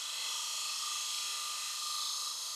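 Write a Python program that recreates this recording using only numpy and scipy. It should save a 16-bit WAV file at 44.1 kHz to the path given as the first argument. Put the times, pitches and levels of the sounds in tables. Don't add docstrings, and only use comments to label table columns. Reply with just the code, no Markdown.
import sys
import numpy as np
from scipy import signal
from scipy.fft import rfft, irfft, next_fast_len
from scipy.io import wavfile
from scipy.ndimage import uniform_filter1d

SR = 44100
rng = np.random.default_rng(int(sys.argv[2]) if len(sys.argv) > 2 else 0)


def unload_audio(sound):
    columns = np.transpose(np.atleast_2d(sound))
    steps = np.round(np.clip(columns, -1, 1) * 32767)
    wavfile.write(sys.argv[1], SR, steps.astype(np.int16))


N = 112454
TIME_S = np.arange(N) / SR
FFT_SIZE = next_fast_len(N + SR // 2)
SPIN_HZ = 25.048
ANGLE_TURNS = SPIN_HZ * TIME_S


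def amp(db):
    return 10 ** (np.asarray(db) / 20)


def unit(x):
    return x / np.sqrt(np.mean(x ** 2) + 1e-20)


def over_freq(rows, hz):
    row_hz, values = np.transpose(rows)
    return np.interp(np.log(hz + 1), np.log(row_hz + 1), values)


def over_time(rows):
    return np.interp(TIME_S, *np.transpose(rows))


def filtered(x, gain):
    hz = np.fft.rfftfreq(FFT_SIZE, 1 / SR)
    return irfft(rfft(x, FFT_SIZE) * gain(hz), FFT_SIZE)[..., :N]


def noise(spectrum):
    return unit(filtered(rng.standard_normal(N), lambda hz: amp(over_freq(spectrum, hz))))


def resonate(x, modes, floor=None):
    def gain(hz):
        power = sum(amp(db) ** 2 / (1 + 2 * ((hz - mode_hz) / width_hz) ** 2) ** 2
                    for mode_hz, width_hz, db in modes)
        if floor is not None:
            power += amp(over_freq(floor, hz)) ** 2
        return np.sqrt(power)
    return unit(filtered(x, gain))


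def passing(place_turns, span_turns):
    offset_turns = (ANGLE_TURNS - place_turns + .5) % 1 - .5
    return np.exp(-(offset_turns / span_turns) ** 2)


# f/Hz, share/0-1
FRESH_SHARE = [(500, .2), (1000, .03), (1500, .06), (3500, .03), (6500, .1), (10000, .23), (14000, 1)]


def surface(memory_turns=3.4):
    lags_turns = np.arange(-7, 8)
    overlap = np.exp(-(lags_turns / memory_turns) ** 2)
    overlap /= np.linalg.norm(overlap)

    def gain(hz):
        comb = sum(weight * np.cos(2 * np.pi * hz * lag / SPIN_HZ)
                   for lag, weight in zip(lags_turns, overlap))
        fresh = over_freq(FRESH_SHARE, hz)
        return np.sqrt((1 - fresh) * comb ** 2 + fresh)
    return unit(filtered(rng.standard_normal(FFT_SIZE), gain))


def add_reflections(x, t60_s=.06, wet_db=-12):
    t = TIME_S[:SR // 10]
    tail = rng.standard_normal(len(t)) * amp(-60 * t / t60_s)
    tail /= np.linalg.norm(tail)
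    return unit(x + amp(wet_db) * signal.fftconvolve(x, tail)[:N])


# t/s, level/dB re gain_db
CUT_LEVEL = [(0, -41), (.11, -41), (.25, -39), (.55, -39), (.8, -39), (.95, -38.5), (1.18, -38),
             (1.3, -38.5), (1.55, -39.5), (1.65, -39), (1.74, -40), (1.93, -39), (2.1, -40), (2.27, -40),
             (2.36, -42), (2.46, -40.5), (2.55, -42)]
# t/s, share/0-1
CUTTER_SWING = [(0, 0.07), (1.3, 0.19), (1.8, 0.44), (1.98, 0.93), (2.55, 1)]
# f/Hz, width/Hz, relative level/dB before the swing, same after it
CUTTER_MODES = [(2611, 163, 1, -10), (3174, 466, 2, -8.5), (3320, 150, 4, 0), (3880, 140, -3, -1),
                (4080, 260, 2, -11), (4313, 670, 0, 1.5), (5204, 290, 0.5, 0.5), (5690, 550, -1, -50),
                (6330, 700, -11.5, -2), (6520, 310, 2.5, -5), (6886, 130, 3.5, -32), (7560, 300, -1.5, -5),
                (7960, 660, -6, -21), (8430, 1470, -6, -9.5)]
# f/Hz, relative density/dB
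SHAVINGS_SPECTRUM = [(1500, -92), (2400, -30), (3200, -24), (6000, -14.5), (9500, -9.5), (11300, -12),
                     (12700, -19.5), (14000, -18.5), (15000, -57)]


def hiss(gain_db=.18):
    wood = add_reflections(surface(memory_turns=1.8))
    hz, width_hz, before_db, after_db = np.transpose(CUTTER_MODES)
    before = resonate(wood, zip(hz, width_hz, before_db), floor=SHAVINGS_SPECTRUM)
    after = resonate(wood, zip(hz, width_hz, after_db), floor=SHAVINGS_SPECTRUM)
    swing = over_time(CUTTER_SWING)
    blend = unit((1 - swing) * before + swing * after)
    return amp(over_time(CUT_LEVEL) + gain_db) * blend


# f/Hz, width/Hz, relative level/dB
BOWL_LOW_MODES = [(518, 99, -8.5), (637, 64, -7.5), (890, 75, -5.5), (1000, 110, -8.5), (1216, 133, 6)]
BOWL_MID_MODES = [(1420, 107, -3.5), (1510, 92, -8), (1856, 255, -4.5), (2016, 41, 4), (2190, 86, -6)]
# t/s, level/dB re low_db or mid_db
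LOW_LEVEL = [(0, -56), (.12, -54.5), (.27, -51), (.42, -55.5), (.55, -53), (.85, -54.5), (1.1, -57),
             (1.35, -53), (1.9, -59), (2.1, -55), (2.25, -53.5), (2.55, -57.5)]
MID_LEVEL = [(0, -58), (.24, -56.5), (.34, -60.5), (.75, -60), (.98, -55.5), (1.12, -61), (1.33, -55.5),
             (1.5, -58.5), (1.71, -54.5), (1.84, -63), (1.95, -60), (2.11, -63.5), (2.35, -65),
             (2.55, -63.5)]


def scrape(low_db=-1, mid_db=-.5):
    low = amp(over_time(LOW_LEVEL) + low_db) * resonate(surface(), BOWL_LOW_MODES)
    mid = amp(over_time(MID_LEVEL) + mid_db) * resonate(surface(), BOWL_MID_MODES)
    return low + mid


# t/s, peak level/dB
LONG_PASS_LEVEL = [(0, -60), (.25, -60), (.32, -50), (.44, -47), (.55, -49.5), (.66, -52), (.81, -59),
                   (.835, -44), (.88, -42), (.96, -43), (1.04, -53), (1.16, -49), (1.3, -52), (1.48, -48),
                   (1.6, -53), (1.79, -51), (1.85, -41.5), (2, -42), (2.09, -50), (2.2, -47), (2.28, -43),
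                   (2.32, -47), (2.37, -61), (2.55, -58)]
SHORT_PASS_LEVEL = [(0, -62), (.42, -58), (.5, -46), (.58, -47), (.65, -56), (.79, -56), (.82, -40.5),
                    (.87, -41), (.91, -44), (.96, -54), (1.2, -51), (1.35, -55), (1.45, -52), (1.6, -48),
                    (1.78, -47), (1.82, -41), (2.02, -39.5), (2.08, -42), (2.22, -41.5), (2.3, -46),
                    (2.35, -62), (2.45, -54), (2.55, -52)]
SIDE_PASS_LEVEL = [(0, -53), (.1, -48), (.2, -55), (.4, -53), (.56, -58), (.65, -48), (.72, -49), (.8, -60),
                   (.84, -48.5), (1, -52), (1.1, -49), (1.35, -49.5), (1.46, -47.5), (1.55, -50),
                   (1.62, -62), (1.77, -55), (1.85, -50), (2, -49.5), (2.08, -62), (2.2, -56), (2.3, -52),
                   (2.38, -61), (2.55, -49)]
GRAIN_PASSES = [(.04, .18), (.705, .09), (.48, .21)]


def wall_singing(cycles_per_turn=48, rough_width_hz=70, rough_gain=.15, hold_gain=.13):
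    tone = np.sqrt(2) * np.sin(2 * np.pi * cycles_per_turn * ANGLE_TURNS)
    rough = resonate(surface(), [(cycles_per_turn * SPIN_HZ, rough_width_hz, 0)])
    levels = (LONG_PASS_LEVEL, SHORT_PASS_LEVEL, SIDE_PASS_LEVEL)
    power = sum(amp(over_time(level)) ** 2 * (passing(*spot) ** 2 + hold_gain ** 2)
                for level, spot in zip(levels, GRAIN_PASSES))
    return np.sqrt(power) * unit(tone + rough_gain * rough)


# peak t/s, length/s, f/Hz, width/Hz, peak level/dB re gain_db,
# place/turns, span/turns (1 = all round)
HARD_SPOTS = [(.37, .22, 1010, 120, -47, .88, .08), (.33, .25, 990, 120, -50, .55, .1),
              (1.306, .12, 424, 129, -69.5, .5, 1), (.21, .18, 2005, 60, -57, .5, 1),
              (.21, .14, 2590, 130, -47, .68, .06), (.22, .12, 2590, 130, -49, .08, .06),
              (.69, .17, 2580, 130, -46, .6, .06), (1.22, .19, 2620, 200, -47, .65, .1),
              (1.28, .12, 2600, 200, -46, .98, .09), (1.67, .16, 2650, 140, -46, .62, .07),
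              (1.63, .13, 2650, 140, -46, .05, .06), (.06, .17, 3270, 150, -39, .56, .07),
              (.02, .1, 3270, 150, -44, .73, .08), (.32, .19, 3250, 190, -40, .27, .06),
              (.33, .14, 3330, 190, -40, .86, .07), (.48, .16, 3290, 190, -42, .81, .06),
              (.46, .12, 3250, 190, -42, .14, .09), (.58, .14, 3190, 190, -42.5, .35, .06),
              (.6, .14, 3200, 150, -45, .95, .05), (.88, .17, 3350, 200, -45, .8, .2),
              (1.08, .2, 3350, 150, -44, .61, .07), (1.31, .14, 3300, 150, -43, .07, .06),
              (2.05, .18, 3450, 150, -44, .05, .12), (.22, .25, 4110, 220, -39.5, .4, .05),
              (.26, .15, 4110, 220, -39.5, .61, .05), (.2, .14, 4110, 220, -41, .94, .06),
              (.25, .15, 4110, 220, -42, .13, .07), (.6, .16, 4250, 220, -44, .43, .05),
              (.68, .15, 4385, 110, -47, .3, 1), (1.15, .12, 4350, 170, -38.5, .74, .07),
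              (1.55, .22, 4150, 220, -41, .89, .05), (1.92, .1, 4150, 265, -48, .3, .5),
              (2.1, .16, 4070, 300, -41, .42, .07), (2.07, .14, 4030, 380, -42, .7, 1),
              (.11, .1, 4110, 220, -43, .4, .06), (2.26, .11, 3930, 140, -42, .05, .25),
              (.79, .12, 5200, 250, -41.5, .72, .16), (.8, .12, 5200, 300, -42.5, .14, .05),
              (1.13, .12, 5200, 300, -43, .36, .08), (1.347, .09, 5300, 190, -44, .15, .12),
              (2.03, .22, 5200, 200, -41, .88, .06), (2.2, .2, 5200, 170, -48, .3, .3),
              (.45, .27, 5770, 300, -49, .5, 1), (.61, .17, 6800, 250, -47.5, .4, 1),
              (.96, .13, 6500, 300, -40, .06, .05), (.96, .14, 6500, 300, -40.5, .32, .05),
              (1.01, .22, 6500, 400, -44, .65, .3), (2.12, .14, 6470, 300, -47, .5, 1),
              (2.464, .37, 6560, 260, -48, .8, 1)]


def squeals(gain_db=1, smooth_samples=110):
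    wood = surface()
    out = np.zeros(N)
    for peak_s, length_s, hz, width_hz, db, place_turns, span_turns in HARD_SPOTS:
        ring = resonate(wood, [(hz, width_hz, 0)])
        ring /= np.sqrt(uniform_filter1d(ring ** 2, smooth_samples) + .05)
        swell = np.exp(-2 * ((TIME_S - peak_s) / length_s) ** 2)
        out += amp(db + gain_db) * swell * passing(place_turns, span_turns) * ring
    return out


# f/Hz, level/dB
MOTOR_HUM = [(150.5, -91), (199.5, -91.5), (247.6, -84), (275, -91.5), (301, -91), (376.5, -88)]
# f/SPIN_HZ, level/dB
SPINDLE_DRONE = [(32, -79), (35, -75), (36, -71), (38, -72), (40, -74), (41, -67.5), (43, -73)]
# f/Hz, relative density/dB
BEARING_SPECTRUM = [(20, -13), (60, -1), (92, 11.5), (130, -1), (250, 6), (330, -9), (450, 9), (1000, 22.5),
                    (4000, -1.5)]


def lathe(bearings_db=-63.5):
    drone = [(order * SPIN_HZ, db) for order, db in SPINDLE_DRONE]
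    tones = sum(amp(db) * np.sqrt(2) * np.sin(2 * np.pi * (hz * TIME_S + rng.random()))
                for hz, db in MOTOR_HUM + drone)
    return tones + amp(bearings_db) * noise(BEARING_SPECTRUM)


# f/Hz, relative density/dB
STEREO_SPECTRUM = [(20, -11), (100, -7), (250, -12), (500, 4), (2000, -6), (4500, -16), (8000, -19),
                   (13000, 21.5)]


def stereo_noise(level_db=-70):
    return amp(level_db) * noise(STEREO_SPECTRUM)


def scene():
    bowl = scrape() + wall_singing()
    centre = hiss() + bowl + squeals() + lathe()
    side = stereo_noise()
    return np.array([centre + side, centre - side])


def record(dry, cutoff_hz=14750):
    return filtered(dry, lambda hz: hz < cutoff_hz)


dry = scene()
out = record(dry)
unload_audio(out)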